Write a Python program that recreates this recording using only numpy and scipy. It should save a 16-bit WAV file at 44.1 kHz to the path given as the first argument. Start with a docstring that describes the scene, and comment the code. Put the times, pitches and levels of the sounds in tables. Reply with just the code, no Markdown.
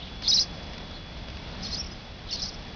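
"""Low outdoor rumble and a small camera's steady whine on a quiet snowy street, then a puff of hiss.
A few faint harness ticks fall around three bouts of thin, warbling squeals, most likely a dog's
whistling whine. The first is loud and clear; the later two break into two tones over hissing air.
A near surface echoes squeals, hiss and ticks back to the microphone of the narrow-band camera."""
import sys
import numpy as np
from scipy import signal
from scipy.fft import rfft, irfft, next_fast_len
from scipy.io import wavfile
from scipy.ndimage import uniform_filter1d

SR = 44100
rng = np.random.default_rng(int(sys.argv[2]) if len(sys.argv) > 2 else 0)


def bounce(signal):
    """Save signal as a 16-bit WAV file at the path given by the first command-line argument."""
    frames = np.transpose(np.atleast_2d(signal))
    limited = np.clip(frames, -1, 1)
    pcm = np.round(limited * 32767).astype(np.int16)
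    wavfile.write(sys.argv[1], SR, pcm)


N = 121275


def undb(db):
    """Decibels to gain."""
    return 10 ** (np.asarray(db) / 20)


def unit(x):
    """Scale to rms 1."""
    return x / np.sqrt(np.mean(x ** 2))


def shape(x, gain):
    """Filter by a gain that is a function of frequency."""
    size = next_fast_len(N + SR // 10)
    hz = np.maximum(np.fft.rfftfreq(size, 1 / SR), 1)
    return irfft(rfft(x, size) * gain(hz), size)[:N]


def colour(x, points):
    """Filter by a curve through (frequency [Hz], gain [dB]) points."""
    hz, db = np.array(points).T
    return shape(x, lambda f: undb(np.interp(np.log(f), np.log(hz), db)))


def band(hz, width_hz):
    """Noise in a bell-shaped band, rms 1; centred on zero it is a random wander."""
    return unit(shape(rng.standard_normal(N), lambda f: np.exp(-.5 * ((f - hz) / width_hz) ** 2)))


def street(t):
    """Distant low rumble under an even hiss; the low middle swells softly once."""
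    # spectrum of the open street: (frequency [Hz], relative level [dB])
    spectrum = [(12, -20.5), (22, -0.5), (65, 2), (125, -6.5), (180, -4), (350, -15), (780, -15.5),
                (1200, -21), (3200, -21.5), (4200, -21.5), (5200, -26), (5500, -26)]
    air = shape(colour(rng.standard_normal(N), spectrum), lambda f: f < SR / 8)
    air_db = -38 + .98 * band(0, width_hz=2.5)
    swell_peak_s, swell_width_s = .655, .24
    swell = undb(-50.5) * np.exp(-.5 * ((t - swell_peak_s) / swell_width_s) ** 2)
    return undb(air_db) * unit(air) + swell * band(600, width_hz=220)


def camera_whine(t, hz=3404):
    """A thin steady tone from the camera itself, drifting slowly in level."""
    # drift of the whine: (time [s], level [dB])
    drift = [(0, -50), (.5, -49.5), (1.1, -51), (1.6, -55.5), (2.2, -55.5), (2.75, -52.5)]
    db = np.interp(t, *np.array(drift).T) + .8 * band(0, width_hz=7.4)
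    return np.sqrt(2) * undb(db) * np.sin(2 * np.pi * hz * t)


def hiss(t):
    """Air that half locks into a whistle: a band of noise with an unsteady chirp wandering through it."""
    # puffs of air, loudest round the squeals: (start [s], end [s], level [dB], centre [Hz])
    puffs = [(0.013, 0.089, -44.5, 3599), (.25, 0.282, -30.5, 4050), (0.305, 0.433, -31.5, 4968),
             (0.544, 0.578, -51, 5090), (0.642, 0.651, -49.5, 4500), (0.936, 0.971, -47, 3842),
             (1.2, 1.225, -58, 4144), (1.624, 1.764, -42.5, 4229), (1.811, 1.853, -48.5, 2977),
             (2.292, 2.403, -40, 4090), (2.399, 2.495, -39.5, 4710), (2.541, 2.547, -46, 5325)]
    attack_s, release_s = .016, .0099
    chirp_share, swing_hz = .55, 480
    out = np.zeros(N)
    for start, end, db, hz in puffs:
        envelope = np.exp(-np.maximum(start - t, 0) / attack_s - np.maximum(t - end, 0) / release_s)
        pitch = hz + swing_hz * band(0, width_hz=45)
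        phase = 2 * np.pi * np.cumsum(pitch) / SR
        flicker = np.abs(band(0, width_hz=70)) ** .5
        chirp = np.sqrt(chirp_share) * unit(flicker * np.sin(phase))
        air = np.sqrt(1 - chirp_share) * band(hz, width_hz=711)
        out += undb(db) * envelope * (chirp + air)
    return out


def harness(t):
    """Short dry ticks of a harness: noise that starts sharply and dies in milliseconds."""
    # harness ticks: (time [s], level [dB], decay [s])
    ticks = [(0.222, -31.5, 0.0055), (0.734, -38, 0.0095), (0.78, -32.5, 0.004), (0.912, -39, 0.0017),
             (1.285, -31.5, 0.0019), (1.301, -38, 0.0025), (1.371, -28, 0.00176)]
    # spectrum of a tick: (frequency [Hz], relative level [dB])
    spectrum = [(300, -38), (1300, -4), (2300, 0.5), (4800, -6), (7000, -11)]
    envelope = sum(undb(db) * (t >= s) * np.exp(-np.abs(t - s) / decay) for s, db, decay in ticks)
    return envelope * unit(colour(rng.standard_normal(N), spectrum))


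def squeals(t):
    """Nearly pure whistles, most likely a dog's, that glide and flutter, each with a faint octave."""
    # one unbroken glide per squeal, each a list of (time [s], pitch [Hz], level [dB])
    glides = [
        [(.243, 3339, -43.5), (.268, 3620, -31), (.276, 4020, -29), (.280, 4420, -18.5), (.287, 5184, -21),
         (.307, 5143, -20), (.319, 3721, -22.5), (.335, 3914, -16.5), (.340, 4800, -21), (.346, 5439, -22),
         (.355, 5480, -24), (.370, 4330, -20.5), (.382, 3842, -21), (.393, 4247, -18.5), (.402, 5093, -25),
         (.413, 5126, -22), (.429, 4400, -33)],
        [(1.635, 5690, -36), (1.642, 4900, -40), (1.651, 4175, -33), (1.660, 4353, -32.5), (1.668, 4150, -49.5)],
        [(1.648, 5269, -43), (1.663, 4950, -36.5), (1.676, 5247, -42.5)],
        [(1.669, 3474, -38), (1.679, 4916, -49), (1.688, 5753, -43)],
        [(1.709, 5590, -40.5), (1.727, 4984, -40), (1.746, 5148, -36)],
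        [(1.719, 3719, -45.5), (1.731, 4365, -31.5), (1.738, 4150, -32), (1.746, 4391, -29), (1.755, 5348, -34)],
        [(1.747, 5162, -38.5), (1.754, 4194, -40.5), (1.761, 3372, -39)],
        [(1.760, 4135, -39), (1.770, 4814, -37), (1.786, 5150, -34.5), (1.808, 5743, -32.5),
         (1.816, 5450, -35.5)],
        [(1.838, 4354, -46), (1.843, 5050, -45.5), (1.849, 5450, -40.5)],
        [(1.864, 5600, -36.5), (1.869, 5475, -39.5), (1.878, 4420, -54)],
        [(1.912, 4800, -47.5), (1.921, 5180, -44.5), (1.938, 4975, -48.5)],
        [(2.311, 5375, -36.5), (2.320, 4765, -37), (2.330, 4348, -27), (2.339, 4513, -29), (2.348, 4141, -36.5),
         (2.361, 4770, -32.5)],
        [(2.328, 5515, -34), (2.343, 5115, -35.5), (2.361, 5294, -38.5)],
        [(2.402, 3424, -34.5), (2.410, 3841, -52.5), (2.415, 4598, -36), (2.426, 5300, -29.5),
         (2.437, 5213, -31.5), (2.452, 4839, -43.5), (2.464, 4450, -41)],
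        [(2.420, 4391, -35), (2.433, 3981, -40), (2.442, 4105, -35), (2.449, 5000, -39), (2.460, 5310, -35.5)],
        [(2.481, 5285, -45.5), (2.492, 4870, -40), (2.501, 4770, -48.5)],
    ]
    smooth_s, fade_s, flutter_hz = .003, .0052, 350
    knee_hz, fall_db_per_hz = 4400, .02  # the octave dies away as the pitch climbs past the knee
    jitter = 1 + .009 * band(0, flutter_hz)
    shimmer_db = 1.6 * band(0, flutter_hz)
    out = np.zeros(N)
    for glide in glides:
        times, hz, db = np.array(glide).T
        pitch = uniform_filter1d(np.interp(t, times, hz), int(smooth_s * SR)) * jitter
        phase = 2 * np.pi * np.cumsum(pitch) / SR
        gate = np.clip(np.minimum(t - times[0], times[-1] - t) / fade_s + 1, 0, 1)
        envelope = gate ** 2 * undb(np.interp(t, times, db) + shimmer_db)
        octave_gain = undb(-22 - fall_db_per_hz * np.maximum(pitch - knee_hz, 0))
        out += np.sqrt(2) * envelope * (np.sin(phase) + octave_gain * np.sin(2 * phase))
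    return out


def outdoors(direct, t, echo_s=.022, t60_s=.5):
    """The direct sound, one echo off a near surface and a weak tail from houses and trees farther off."""
    near = np.interp(t - echo_s, t, direct)
    tail = rng.standard_normal(N) * np.exp(-np.log(1000) * t / t60_s) * (t > echo_s)
    far = signal.fftconvolve(direct, tail / np.linalg.norm(tail))[:N]
    return direct + undb(-16.5) * near + undb(-27) * far


def scene():
    """At the microphone: squeals, hiss and ticks in the open street, over rumble and camera whine."""
    t = np.arange(N) / SR
    direct = squeals(t) + hiss(t) + harness(t)
    return (outdoors(direct, t) + street(t) + camera_whine(t))[None]


def record(dry):
    """The camera samples at a quarter rate, so tones mirror about 5.5 kHz before the treble rolls off."""
    # the camera's treble roll-off: (frequency [Hz], gain [dB])
    roll_off = [(4500, -1.5), (5000, 0), (5500, -2), (6025, -10.5), (6325, -19.5), (6625, -28),
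                (6925, -41.5), (7200, -59)]
    top_hz = 7250
    coarse = dry[0] * 4 * (np.arange(N) % 4 == 0)
    steep_lowpass = signal.ellip(8, .2, 70, top_hz, fs=SR, output="sos")
    return signal.sosfilt(steep_lowpass, colour(coarse, roll_off))[None]


dry = scene()
out = record(dry)
bounce(out)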